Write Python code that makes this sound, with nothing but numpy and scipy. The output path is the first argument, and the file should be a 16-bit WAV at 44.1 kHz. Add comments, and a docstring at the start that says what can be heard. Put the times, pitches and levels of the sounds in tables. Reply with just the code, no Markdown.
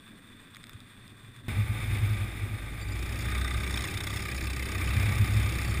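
"""A four-stroke go-kart's engine on a wet track, heard from inside a plastic case on the driver's helmet.
The engine is a sum of wobbling harmonics of the firing rate plus noise bursts, timed to each firing, that ring
the metal. At first the kart only rolls, as shaped noise, while drops tick on the case as short noise pulses; then the
sound jumps to a louder passage with engine and wind: noise through the case's resonances, and buffets as sine pulses.
A second kart overtakes closely as its own noise bursts; squeaks glide with their alias; 12 kHz interference is faint."""
import sys
import numpy as np
from scipy import signal
from scipy.fft import rfft, irfft
from scipy.io import wavfile
from scipy.ndimage import uniform_filter1d

SR = 44100
rng = np.random.default_rng(int(sys.argv[2]) if len(sys.argv) > 2 else 0)


def put_to_file(sound):
    """Save the sound as 16-bit audio at rate SR, in the file named by the first command-line argument."""
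    columns = np.atleast_2d(sound).T  # one column per channel
    safe = np.clip(columns, -1, 1)
    whole_steps = np.round(safe * 32767)
    wavfile.write(sys.argv[1], SR, whole_steps.astype(np.int16))


N = 255780
TIME = np.arange(N) / SR
FREQ = np.maximum(np.arange(N // 2 + 1) * SR / N, 1)
# a cut: the sound jumps to a louder passage with engine and wind
JUMP_S = 1.483

# Own engine's firing rate. Each row: time in seconds, firings per second in Hz.
FIRING_RATE = [(1.5, 28.0), (2.75, 26.0), (2.9, 27.69), (3.1, 30.66), (3.5, 31.85), (4.0, 32.36),
               (4.6, 32.23), (5.2, 32.4), (5.8, 32.06)]


def undb(db):
    """Decibels to gain."""
    return np.exp(np.asarray(db) * (np.log(10) / 20))


def unit(x):
    """Scale to rms 1."""
    return x / np.sqrt(np.mean(x ** 2))


def curves(rows):
    """Each column of a table, joined by straight lines in time."""
    time_s, *columns = np.transpose(rows)
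    return [np.interp(TIME, time_s, column) for column in columns]


def noise():
    """White noise."""
    return rng.standard_normal(N)


def walk(rate_hz):
    """Smooth random signal of rms 1 that changes about rate_hz times a second."""
    width = max(int(SR / rate_hz), 1)
    smooth = uniform_filter1d(noise(), width, mode="wrap")
    return unit(uniform_filter1d(smooth, width, mode="wrap"))


def shape(x, gain):
    """Minimum-phase filter with the given relative gain at each frequency."""
    cepstrum = irfft(np.log(gain / gain.max() + 1e-5), N)
    # fold onto positive time: causal
    cepstrum[1:N // 2] *= 2
    cepstrum[N // 2 + 1:] = 0
    return irfft(rfft(x) * np.exp(rfft(cepstrum)), N)


def ring(x, modes):
    """Pass through steep-sided resonances (Hz, width in Hz, dB); rms 1."""
    power = 0
    for hz, width_hz, db in modes:
        detuning = (FREQ ** 2 - hz ** 2) / (FREQ * width_hz)
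        power = power + undb(db) ** 2 / (1 + detuning ** 2 / 2) ** 2
    return unit(shape(x, np.sqrt(power)))


def tinted(spectrum):
    """Noise with a spectrum of (Hz, dB per Hz) points, joined over log frequency; rms 1."""
    hz, db = np.transpose(spectrum)
    return unit(shape(noise(), undb(np.interp(np.log(FREQ), np.log(hz), db))))


def reflected(x, lag_s, sway_s, share):
    """Add a reflection whose path length sways, so that the colour drifts."""
    return x + share * np.interp(TIME - lag_s - sway_s * walk(8.8), TIME, x)


def cycles(hz, firing_s):
    """Count of engine cycles, whole at each firing; firing_s is the time of one firing."""
    count = np.cumsum(hz) / SR
    return count - np.interp(firing_s, TIME, count)


def bursts(turn, hz, lead_s, rise_s, decay_s, scatter_db, grit_db=2):
    """One burst of gritty noise per cycle, each of random strength."""
    turn = turn + lead_s * hz
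    age_s = turn % 1 / hz
    strengths = undb(scatter_db * (2 * rng.random(512) - 1.5))
    size = strengths[np.floor(turn).astype(int) % 512]
    grit = noise() * undb(grit_db * walk(3000))
    envelope = (1 - np.exp(-(age_s / rise_s) ** 2)) * np.exp(-age_s / decay_s)
    return size * envelope * grit


def crawl():
    """Rolling slowly: steady rumble, a boom that grows as the kart gathers way, fluttering hiss of wet tyres."""
    # Rolling rumble. Each row: frequency in Hz, level in dB per Hz.
    roll = [(15, -4), (30, 6), (48, -6), (70, -3), (150, -2), (240, 4.5), (320, -4.5), (480, -13),
            (750, -17.5), (1500, -41)]
    # Case resonances at a crawl. Each row: frequency in Hz, width in Hz, level in dB.
    case_slow = [(1186, 360, 0.5), (1610, 180, 2), (1910, 250, 2), (2420, 310, 0), (2970, 1100, -11.5),
                 (3527, 206, 5), (4270, 1400, -14.5), (7300, 1000, -17.5), (8470, 220, -2),
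                 (9840, 900, -12.5), (10640, 130, -16), (14100, 990, -14.5)]
    hiss_db, rumble_db, boom_db, boom_db_per_s = -56, -55.5, -64, 9
    rumble = tinted(roll) * undb(rumble_db + 1.7 * walk(39))
    boom = ring(noise(), [(107, 23, 0)]) * undb(boom_db + boom_db_per_s * TIME)
    flutter = noise() * undb(1.6 * walk(1000) + 1.37 * walk(61))
    hiss = ring(flutter, case_slow) * undb(hiss_db)
    return (rumble + boom + hiss) * (TIME <= JUMP_S)


def squeaks(bend=0.25, mirror_hz=6000):
    """Rubbing metal squeaks briefly, with a mirror image about 6 kHz: an alias that glides the opposite way."""
    # Squeaks in the bends. Each row: centre in seconds, length in seconds, level in dB,
    # greatest distance of the tones from the mirror frequency in Hz.
    squeak_rows = [(2.825, 0.011, -49.5, 1380), (2.887, 0.006, -53, 1380), (2.926, 0.0075, -48, 1170),
                   (5.702, 0.033, -51, 1530)]
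    # Lower, then upper tone. Each row: waver in Hz, level in dB.
    tone_rows = [(87, 0), (80, -3.5)]
    out = 0
    for at_s, length_s, db, offset_hz in squeak_rows:
        swell = np.exp(-((TIME - at_s) / length_s) ** 2 / 2)
        for side, (waver_hz, tone_db) in zip((-1, 1), tone_rows):
            offset = side * offset_hz * (1 + bend * (swell - 1))
            glide_hz = mirror_hz + offset + waver_hz * walk(1500)
            tone = np.sin(2 * np.pi * np.cumsum(glide_hz) / SR)
            out = out + undb(db + tone_db) * swell * tone
    return out * undb(2 * walk(300))


def drops(decay_s=0.0011, tick_db=-3, body_db=-2.0):
    """Drops and grit spatter on the case: a bright tick, and a duller knock that weakens for lighter ones."""
    # Each row: start in seconds, strength in dB.
    drop_rows = [(0.5472, -38.5), (0.5586, -39), (0.5677, -36), (0.631, -41), (0.6399, -37.5),
                 (0.6686, -40.5), (0.6945, -37), (0.7327, -38), (0.8036, -42), (1.0789, -42), (1.3632, -41)]
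    # Ring of a drop on the case. Each row: frequency in Hz, width in Hz, level in dB.
    drop_ring = [(3600, 580, 4), (5000, 380, -2), (6900, 450, -4), (8160, 360, -0.5), (9800, 640, -6.5),
                 (14300, 800, -7)]
    # from heavy_db up, the knock is driven as strongly as the tick
    heavy_db, knock_slope_db_per_db = -39, 2.5
    tick, knock = np.zeros((2, N))
    for start_s, db in drop_rows:
        weight_db = knock_slope_db_per_db * min(db - heavy_db, 0)
        now = (TIME >= start_s) & (TIME < start_s + 10 * decay_s)
        splash = undb(db) * np.exp(-(TIME[now] - start_s) / decay_s)
        tick[now] += splash
        knock[now] += undb(weight_db) * splash
    bright = ring(tick * noise(), drop_ring) * tick.std()
    dull = ring(knock * noise(), [(1270, 300, 0.5), (2140, 510, 3)]) * knock.std()
    return undb(tick_db) * bright + undb(body_db) * dull


def buffets(pitch_hz=103.6, overtone_db=-23):
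    """Eddies strike the case, which booms at one pitch for a few cycles, with a faint octave above."""
    # Each row: centre in seconds, peak in dB, swell time in seconds.
    buffet_rows = [(0.755, -37.5, 0.0055), (1.602, -19, 0.018), (1.708, -22.5, 0.0125),
                   (1.889, -21.5, 0.014), (2.037, -20, .015), (2.115, -21.5, 0.026), (2.22, -23, 0.017),
                   (2.44, -24, 0.011), (2.528, -29, 0.029), (4.971, -20.5, 0.0085), (5.085, -20, 0.029),
                   (5.218, -15, 0.021), (5.372, -19.5, 0.034), (5.674, -27, 0.012)]
    out = np.zeros(N)
    for (centre_s, db, swell_s), phase in zip(buffet_rows, rng.random(len(buffet_rows))):
        age_s = TIME - centre_s
        angle = 2 * np.pi * (pitch_hz * age_s + phase)
        boom = np.sin(angle) + undb(overtone_db) * np.sin(2 * angle)
        out += undb(db) * np.exp(-(age_s / swell_s) ** 2 / 2) * boom
    return out


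def air():
    """Wind booms in the case, air and spray hiss through its resonances; the booms modulate 12 kHz interference."""
    # Wind strength on the helmet. Each row: time in seconds, strength in dB.
    wind = [(1.5, 1.5), (1.72, -.5), (1.92, 3), (2.3, -2), (2.75, -3), (3.2, 0), (3.9, -1.5), (4.6, -2.5),
            (5.08, 5.5), (5.35, 3), (5.8, 2)]
    # Wind rumble. Each row: frequency in Hz, level in dB per Hz.
    rumble_spectrum = [(15, -3), (30, 4.5), (60, 0.5), (100, -3.5), (150, -2), (230, -3.5), (330, -2.5),
                       (480, -14), (800, -17), (1500, -34.5)]
    # Case resonances under air and spray. Each row: frequency in Hz, width in Hz, level in dB.
    case_modes = [(595, 830, -7.5), (843, 39, -2.5), (1196, 127, 0.5), (1544, 240, -2.5), (2000, 340, 0),
                  (2315, 303, 3.5), (3320, 410, -10), (3580, 235, -2.5), (4400, 620, -17.5),
                  (5100, 250, -15.5), (7140, 870, -20), (8430, 320, -11), (9730, 470, -8.5),
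                  (10600, 110, -18), (13350, 110, -15), (14300, 290, -9.5)]
    wind_db, = curves(wind)
    hz, = curves(FIRING_RATE)
    # slopes in dB per dB of wind; rumble also grows with road speed, in dB per Hz of firing rate
    hiss_db = -43 + 1.08 * wind_db
    rumble_db = -43.5 + 0.41 * wind_db + 0.54 * (hz - hz.mean())
    boom_db = -36 + 1.54 * wind_db
    rumble = tinted(rumble_spectrum) * undb(rumble_db + 1.0 * walk(37))
    boom = ring(noise(), [(101.3, 22, 1.0), (67, 17.3, -6.5), (217, 27, -16.5)]) * undb(boom_db)
    thumps = buffets()
    spray = noise() * undb(0.75 * walk(810) + 1 * walk(38))
    # the hiss is briefly stronger at the sudden jump in level
    spray = spray * (1 + 0.3 * np.exp(-np.abs(TIME - JUMP_S) / 0.005))
    hiss = ring(spray, case_modes) * undb(hiss_db + .5 * walk(6.6))
    # faint electrical interference at 12 kHz, its strength modulated by the booms
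    interference = undb(-35.0) * (boom + thumps) * np.sin(2 * np.pi * 12000 * TIME)
    return (rumble + boom + hiss + interference) * (TIME > JUMP_S) + thumps


def rival(firing_hz=30.3, firing_s=3.741):
    """A second kart barks past at its own steady revs: one noise burst per firing, mirrored by the wet tarmac."""
    # Pass of the kart. Each row: time in seconds, level in dB.
    passing = [(3.2, -51), (3.6, -50), (3.75, -38.5), (3.9, -43.5), (4.08, -43.5), (4.2, -47), (4.5, -71)]
    # Its resonances. Each row: frequency in Hz, width in Hz, level in dB.
    rival_body = [(1180, 570, -7), (2080, 630, -4), (3560, 290, 1), (5290, 300, -7.5), (6640, 460, -12),
                  (8350, 340, -7), (9800, 700, -13.5), (14100, 1200, -19)]
    near_db, = curves(passing)
    hz = np.full(N, firing_hz)
    turn = cycles(hz, firing_s)
    bark = bursts(turn, hz, lead_s=0.0031, rise_s=0.0049, decay_s=0.0033, scatter_db=3.5)
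    bark = reflected(bark, lag_s=0.001196, sway_s=0.00032, share=0.63)
    present = (TIME > passing[0][0]) & (TIME < passing[-1][0])
    return undb(near_db) * ring(bark, rival_body) * present


def dip(start_s=3.81, fall_s=.08, hold_s=.18, recover_s=.17, depth_db=-17):
    """One brief dip of the crank-rate thrum, in dB: quick fall, hold, slower recovery."""
    age_s = TIME - start_s
    fall = np.clip(age_s / fall_s, 0, 1)
    recovery = np.exp(-np.maximum(age_s - fall_s - hold_s, 0) / recover_s)
    return depth_db * fall * recovery


def engine(firing_s=2.957, frame_hz=31.6, frame_width_hz=0.39):
    """The single cylinder thrums through the exhaust; each firing cracks and rattles the metal."""
    # Throttle: a blip in the bend, then held open. Each row: time in seconds, opening in dB.
    throttle = [(1.5, -18), (2.0, -5), (2.5, -17), (2.9, -10.5), (3.0, 0.5), (3.7, 2.5), (4.1, 5.5),
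                (5.8, 4)]
    # Exhaust harmonics. Each row: multiple of the firing rate, relative level in dB.
    orders = [(1, -30), (2, -3), (3, -8), (4, -17.5), (5, -19), (6, -16), (7, -40), (9, -23.5), (10, -18.5),
              (12, -18.5)]
    # Resonances of the sharp crack, the clatter and the body panels.
    # Each row: frequency in Hz, width in Hz, level in dB.
    crack_modes = [(3640, 340, -7), (4710, 390, 6), (5270, 340, 7), (6770, 360, 5.5), (7410, 250, 2),
                   (8770, 250, 0.5), (9910, 590, 2.5)]
    clatter_modes = [(400, 200, -3), (798, 41, -5.5), (1197, 122, 1), (1720, 430, -7), (2010, 370, 3),
                     (2357, 260, 3.5), (2652, 86, 0.5), (3060, 120, -5), (3900, 420, -8), (8100, 210, -11),
                     (9500, 180, -6.5), (10100, 100, -21), (14250, 1000, -11.5)]
    panel_modes = [(1219, 63, 6), (1560, 160, 0.5), (1941, 270, 0), (2515, 68, -7.5), (3623, 216, -0.5),
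                   (8350, 134, -4.5), (10740, 140, -13)]
    hz, = curves(FIRING_RATE)
    throttle_db, = curves(throttle)
    # peaks where the firing rate meets the frame's resonance
    resonance = np.exp(-((hz - frame_hz) / frame_width_hz) ** 2 / 2)
    crank_db = -30 + .42 * throttle_db + 3.5 * resonance + dip()
    # panels buzz a little at any revs, hard at the resonance
    buzz = undb(-53) + undb(-45) * resonance
    turn = cycles(hz, firing_s)
    thrum = 0
    for multiple, db in orders:
        wobble = 0.0091 * multiple * walk(8.3) + rng.random()
        # twice the firing rate is the crank rate, with its own level
        level_db = crank_db if multiple == 2 else .5 * throttle_db - 37.0
        tone = np.sin(2 * np.pi * (multiple * turn + wobble))
        thrum = thrum + undb(db + level_db + walk(14)) * tone
    crack = bursts(turn, hz, lead_s=0.0048, rise_s=0.0065, decay_s=0.0039, scatter_db=2)
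    # the piston knocks again, more softly, one crank turn later
    knock = bursts(turn + .5, hz, lead_s=.003, rise_s=0.0038, decay_s=0.0053, scatter_db=13)
    rattle = bursts(turn, hz, lead_s=0.0045, rise_s=0.0045, decay_s=0.01, scatter_db=2.0)
    # the rattle also reaches the helmet by way of the swaying bodywork
    rattle = reflected(rattle, lag_s=0.00152, sway_s=0.000266, share=0.63)
    metal = undb(-55.0) * ring(crack + 0.19 * knock, crack_modes)
    metal = metal + undb(-47.5) * ring(rattle, clatter_modes)
    # the panels ring on longest between firings
    shaking = bursts(turn, hz, lead_s=0.0032, rise_s=0.0023, decay_s=0.019, scatter_db=2.0)
    panels = ring(shaking, panel_modes)
    return (TIME > JUMP_S) * (thrum + undb(throttle_db) * metal + buzz * panels)


def scene():
    """Everything at the one microphone."""
    return (crawl() + squeaks() + drops() + air() + rival() + engine())[None]


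def record(dry, top_hz=15400):
    """The camera rounds the biggest booms and cuts the top."""
    rounded = np.tanh(2 * dry) / 2
    low_pass = signal.ellip(10, .2, 80, top_hz, fs=SR, output="sos")
    return signal.sosfilt(low_pass, rounded)


dry = scene()
out = record(dry)
put_to_file(out)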